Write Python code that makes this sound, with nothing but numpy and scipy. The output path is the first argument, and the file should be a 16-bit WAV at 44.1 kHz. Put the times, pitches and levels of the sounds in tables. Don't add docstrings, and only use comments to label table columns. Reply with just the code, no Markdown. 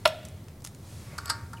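import sys
import numpy as np
from scipy import signal
from scipy.fft import rfft, irfft
from scipy.io import wavfile
from scipy.ndimage import uniform_filter1d

SR = 44100
rng = np.random.default_rng(int(sys.argv[2]) if len(sys.argv) > 2 else 0)


def dump_mix(stems):
    frames = np.atleast_2d(stems).T
    limited = np.clip(frames, -1, 1)
    pcm = np.round(limited * 32767).astype(np.int16)
    wavfile.write(sys.argv[1], SR, pcm)


N = 70560
T = np.arange(N) / SR
HZ = np.maximum(np.arange(N + 1) * SR / (2 * N), 1)

# [f/Hz, density/dB per Hz]
AIR_SPECTRUM = [(15, -31), (25, -9.5), (48, -35.5), (68, -8), (92, -3), (120, -5.5), (217, -16), (242, -18),
                (277, -19.5), (531, -28.5), (575, -28), (863, -33.5), (962, -33), (2990, -51),
                (3720, -46.5), (6740, -49.5), (16000, -47.5)]
AIR_DB = -44
# [f/Hz, density/dB per Hz]
HISS_SPECTRUM = [(20, -29), (250, -2), (700, 3), (2000, 3), (15000, -9)]
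HISS_DB = -69.5

# [f/Hz, density/dB per Hz]
SLIDE_LEVEL = [(0, -59), (.6, -66), (.78, -62.5), (.9, -53), (1.0, -52.5), (1.1, -54.5), (1.22, -55.5),
               (1.4, -59), (1.6, -60.5)]
SLIDE_SPECTRUM = [(500, 5.5), (1500, -3.5), (3200, -3.5), (5000, -2), (10000, -4.5), (13000, -10),
                  (16000, -39)]
# [f/Hz, density/dB per Hz]
BRUSH_LEVEL = [(0, -63.5), (.9, -73.5), (1.05, -64), (1.13, -53.5), (1.2, -60.5), (1.3, -52), (1.6, -75)]
BRUSH_SPECTRUM = [(300, -9), (570, 2), (850, 0), (1500, -7), (2150, 3), (3000, -13), (8000, -43)]

# [t/s, level/dB]
SNAPS = [(.0514, -44), (.0543, -14.5), (.0572, -13)]
# [f/Hz, level/dB, t60/s]
HOUSING_MODES = [(535, -5, .045), (622, 0, .055)]
# [f/Hz, level/dB]
OVERTONES = [(950, -1), (1190, -3), (1275, -5), (1385, -1), (1475, -5), (1600, -5), (1780, -8), (1965, -5),
             (2520, -11), (2920, -3), (3340, -1), (3620, -6), (4720, -7), (5250, -5)]
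OVERTONE_DB, OVERTONE_1KHZ_T60_S, OVERTONE_T60_EXPONENT = -5, .024, .25
HOUSING_HIGHPASS_HZ = 450
# [f/Hz, density/dB per Hz]
CRACK_SPECTRUM = [(200, -38), (350, -21.5), (490, 0), (720, -2.5), (850, -3.5), (1300, 1.5), (2300, -6),
                  (3400, -4), (5200, -13.5), (6500, -23), (10000, -16), (15000, -38)]
CRACK_DB, CRACK_T60_S = -.5, .021
# [f/Hz, density/dB per Hz]
BLEED_SPECTRUM = [(1200, -18), (2400, -5.5), (3400, -1.5), (4300, -9.5), (7000, -27.5)]
BLEED_DB, BLEED_T60_S = -48, 1

# [t/s, level/dB before TICK_GAIN_DB, tilt/dB per octave]
TICKS = [(0.067, -31, 15), (0.0769, -18, 5), (0.231, -45, -5), (0.2513, -29.5, 0), (0.2548, -34, 1),
         (.261, -45, -7), (0.2858, -34, 0), (0.4414, -46.5, 0), (0.4841, -40.5, -4.5), (.606, -45, 0),
         (0.621, -40.5, 1), (.6428, -33, 6), (0.6443, -32.5, 2), (0.6473, -35, -2), (0.649, -23, -0.5),
         (0.6498, -25.5, 4.5), (.6524, -48, 11), (0.6639, -31.5, -2.5), (.6728, -26, 0), (0.748, -36, -0.5),
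         (1.2574, -30, -4), (1.533, -34, 5.5)]
# [f/Hz, gain/dB]
TICK_GAIN = [(400, -2), (1200, -5), (2200, -1), (3800, -3), (5300, 2), (9500, 0), (12500, -7.5),
             (15500, -17)]
TICK_GAIN_DB, TICK_HIGHPASS_HZ = 8, 700
RATTLE_DB, RATTLE_T60_S = -15, .016
TILT_PIVOT_HZ, TILT_FLOOR_HZ = 8000, 2000

# [t/s, level/dB]
RUB_LEVEL = [(.9, -90), (1.05, -65), (1.14, -58), (1.22, -56), (1.27, -44.5), (1.34, -46.5), (1.42, -52),
             (1.47, -62), (1.6, -60)]
RUB_SLEEVE_DB, RUBS_PER_S = -15, 3300
# [f/Hz, level/dB, t60/s]
BODY_MODES = [(1030, -14, .04), (1123, -3, .08), (1262, -3, .06), (1340, -6, .05), (1416, -1, .07),
              (1510, -4, .05), (1604, -9, .09), (1775, -7, .07), (1850, -14, .09)]
# [f/Hz, level/dB, t60/s]
SLEEVE_MODES = [(4130, -15, .03), (4365, -4, .06), (4410, -3, .05), (4640, -9, .07), (4719, -2, .08),
                (4935, -3, .05), (5148, -3, .06), (7860, -14, .06), (8050, -11, .1), (8680, -19, .06)]
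# [t/s, f/Hz, level/dB]
KNOCKS = [(1.131, 590, -41), (1.1868, 1436, -25.5), (1.532, 1280, -36), (1.5356, 1230, -33.5)]
KNOCK_RISE_S = .0012
# [t/s, body level/dB, sleeve level/dB, grinding level/dB]
CLINKS = [(1.1808, -55, -59, -33.5), (1.1841, -61, -42, -36.5), (1.2573, -52, -45, -69),
          (1.270, -55, -44, -56), (1.280, -40.5, -42.5, -39.5), (1.2932, -47, -44, -34),
          (1.2984, -26.5, -27, -22), (1.3015, -25, -28, -30), (1.3047, -44, -34, -36),
          (1.5344, -41.5, -54.5, -46)]
# [f/Hz, density/dB per Hz]
GRIND_SPECTRUM = [(300, -26), (700, -3), (1300, 9.5), (2400, 0), (3400, -4.5), (4700, 9.5), (6200, -3),
                  (8200, 1.5), (12500, -8), (15500, -28)]
GRIND_T60_S = .029

# [t/s, level/dB]
DRUM_BLOWS = [(1.1875, -52.5), (1.2995, -38), (1.41, -57), (1.5365, -45)]
DRUM_HZ, DRUM_T60_S = 923, .4
# [f/Hz, level/dB, t60/s]
LATCH_MODES = [(7900, -34, 0.018), (11400, -38.5, 0.0085), (12400, -38, 0.0099), (13000, -38.5, 0.011)]
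LATCH_S = 1.2574
BUMP_S, BUMP_HZ, BUMP_DB, BUMP_RISE_S, BUMP_T60_S = 1.425, 88, -27.5, .008, .15
# [t/s, f/Hz, level/dB]
SQUEAK = [(1.566, 3180, -85.5), (1.573, 2980, -45), (1.579, 3050, -58), (1.584, 2430, -48),
          (1.591, 2370, -73)]
SQUEAK_ROUGH = .048

# [f/Hz, level/dB, t60/s]
ROOM = [(290, -17.5, .4), (496, -8, 0.65), (620, -12, 0.52), (740, -8.5, 0.53), (1040, -22.5, 0.33),
        (1680, -12.5, 0.61), (2730, -18, 0.35), (3440, -12.5, 0.33), (5100, -16.5, 0.27),
        (8700, -18.5, 0.39), (15000, -39, 0.2)]
EARLY_DB, EARLY_S, EARLY_T60_S, TAIL_S = -11, .003, .12, .01
CUTOFF_HZ = 15900


def from_db(db):
    return 10 ** (np.asarray(db) / 20)


def rms_one(x):
    return x / np.sqrt(np.mean(x ** 2) + 1e-20)


def in_time(rows):
    s, *columns = np.transpose(rows)
    return [np.interp(T, s, c) for c in columns]


def level_gain(rows):
    return from_db(in_time(rows)[0])


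def at_hz(rows, hz, axis=1):
    rows = np.array(rows)
    return np.interp(np.log(hz), np.log(rows[:, 0]), rows[:, axis])


def colour(x, db):
    cepstrum = irfft(np.log(from_db(db)))
    cepstrum[1:N] *= 2
    cepstrum[N + 1:] = 0
    response = np.exp(rfft(cepstrum))
    return irfft(rfft(x, 2 * N) * response)[:N]


def highpass(x, hz):
    return signal.sosfilt(signal.butter(3, hz, "high", fs=SR, output="sos"), x)


def noise(spectrum):
    white = rfft(rng.standard_normal(2 * N))
    return rms_one(irfft(white * from_db(at_hz(spectrum, HZ)))[:N])


def fade(t60, start=0):
    return (T >= start) * from_db(-60 * np.maximum(T - start, 0) / t60)


def clicks(times, db):
    out = np.zeros(N)
    index = np.clip((np.asarray(times) * SR).astype(int), 0, N - 1)
    np.add.at(out, index, from_db(db))
    return out


def convolve(x, response):
    return signal.fftconvolve(x, response)[:N]


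def ring(force, modes):
    response = np.zeros(N)
    for k, (hz, db, t60) in enumerate(modes):
        response += (-1) ** k * from_db(db) * fade(t60) * np.sin(2 * np.pi * hz * T)
    return convolve(force, response)


def ventilation():
    return from_db(AIR_DB) * noise(AIR_SPECTRUM)


def side_hiss():
    return from_db(HISS_DB) * noise(HISS_SPECTRUM)


def hose_slide():
    return level_gain(SLIDE_LEVEL) * noise(SLIDE_SPECTRUM)


def cloth_brush():
    return level_gain(BRUSH_LEVEL) * noise(BRUSH_SPECTRUM)


def coupler():
    modes = list(HOUSING_MODES)
    for hz, db in OVERTONES:
        t60 = OVERTONE_1KHZ_T60_S * (1000 / hz) ** OVERTONE_T60_EXPONENT
        modes.append((hz, db + OVERTONE_DB, t60))
    housing = highpass(ring(clicks(*np.transpose(SNAPS)), modes), HOUSING_HIGHPASS_HZ)
    crack = sum(from_db(db + CRACK_DB) * fade(CRACK_T60_S, s) for s, db in SNAPS)
    bleed = from_db(BLEED_DB) * fade(BLEED_T60_S, SNAPS[-1][0])
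    return housing + crack * noise(CRACK_SPECTRUM) + bleed * noise(BLEED_SPECTRUM)


def ticks():
    out = np.zeros(N)
    octaves = np.log2(np.maximum(HZ, TILT_FLOOR_HZ) / TILT_PIVOT_HZ)
    for s, db, tilt_db in TICKS:
        rattle = from_db(RATTLE_DB) * fade(RATTLE_T60_S, s) * rng.standard_normal(N)
        contact = clicks([s], [0]) + rattle
        out += colour(contact, db + TICK_GAIN_DB + at_hz(TICK_GAIN, HZ) + tilt_db * octaves)
    return highpass(out, TICK_HIGHPASS_HZ)


def rubbing():
    slips = (rng.random(N) < RUBS_PER_S / SR) * rng.standard_normal(N)
    body = rms_one(ring(slips, BODY_MODES))
    sleeve = from_db(RUB_SLEEVE_DB) * rms_one(ring(slips, SLEEVE_MODES))
    return level_gain(RUB_LEVEL) * (body + sleeve)


def socket_knocks():
    out = np.zeros(N)
    for s, hz, db in KNOCKS:
        age = np.maximum(T - s, 0)
        swell = age / KNOCK_RISE_S * np.exp(1 - age / KNOCK_RISE_S)
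        out += from_db(db) * swell * np.sin(2 * np.pi * hz * age)
    return out


def fitting():
    s, body_db, sleeve_db, grind_db = np.transpose(CLINKS)
    body = ring(clicks(s, body_db), BODY_MODES)
    sleeve = ring(clicks(s, sleeve_db), SLEEVE_MODES)
    grind = sum(from_db(db) * fade(GRIND_T60_S, start) for start, db in zip(s, grind_db))
    return body + sleeve + grind * noise(GRIND_SPECTRUM)


def drum():
    return ring(clicks(*np.transpose(DRUM_BLOWS)), [(DRUM_HZ, 0, DRUM_T60_S)])


def locking_ball():
    return ring(clicks([LATCH_S], [0]), LATCH_MODES)


def floor_bump():
    age = np.maximum(T - BUMP_S, 0)
    envelope = (1 - np.exp(-age / BUMP_RISE_S)) * fade(BUMP_T60_S, BUMP_S)
    return from_db(BUMP_DB) * envelope * np.sin(2 * np.pi * BUMP_HZ * age)


def seal():
    hz, db = in_time(SQUEAK)
    waver = rms_one(uniform_filter1d(rng.standard_normal(N), size=30))
    phase = 2 * np.pi * np.cumsum(hz * (1 + SQUEAK_ROUGH * waver)) / SR
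    return (T > SQUEAK[0][0]) * from_db(db) * np.sin(phase)


def room(x):
    edges = np.geomspace(200, 17000, 23)
    white = rng.standard_normal((3, N))
    early = white[2] * fade(EARLY_T60_S, EARLY_S)
    response = from_db(EARLY_DB) * early / np.linalg.norm(early)
    for k, (low, high) in enumerate(zip(edges, edges[1:])):
        hz = np.sqrt(low * high)
        envelope = fade(at_hz(ROOM, hz, axis=2), TAIL_S)
        sos = signal.butter(2, [low, high], "band", fs=SR, output="sos")
        band = signal.sosfilt(sos, white[k % 2])
        response += from_db(at_hz(ROOM, hz)) * band * envelope / np.linalg.norm(envelope)
    return convolve(x, response)


def scene():
    work = coupler() + fitting() + socket_knocks() + locking_ball() + rubbing() + ticks()
    work += hose_slide() + cloth_brush() + floor_bump() + seal()
    mid = work + room(work) + drum() + ventilation()
    side = side_hiss()
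    return np.array([mid + side, mid - side])


def record(dry):
    return signal.sosfilt(signal.ellip(10, .2, 80, CUTOFF_HZ, fs=SR, output="sos"), dry)


dry = scene()
out = record(dry)
dump_mix(out)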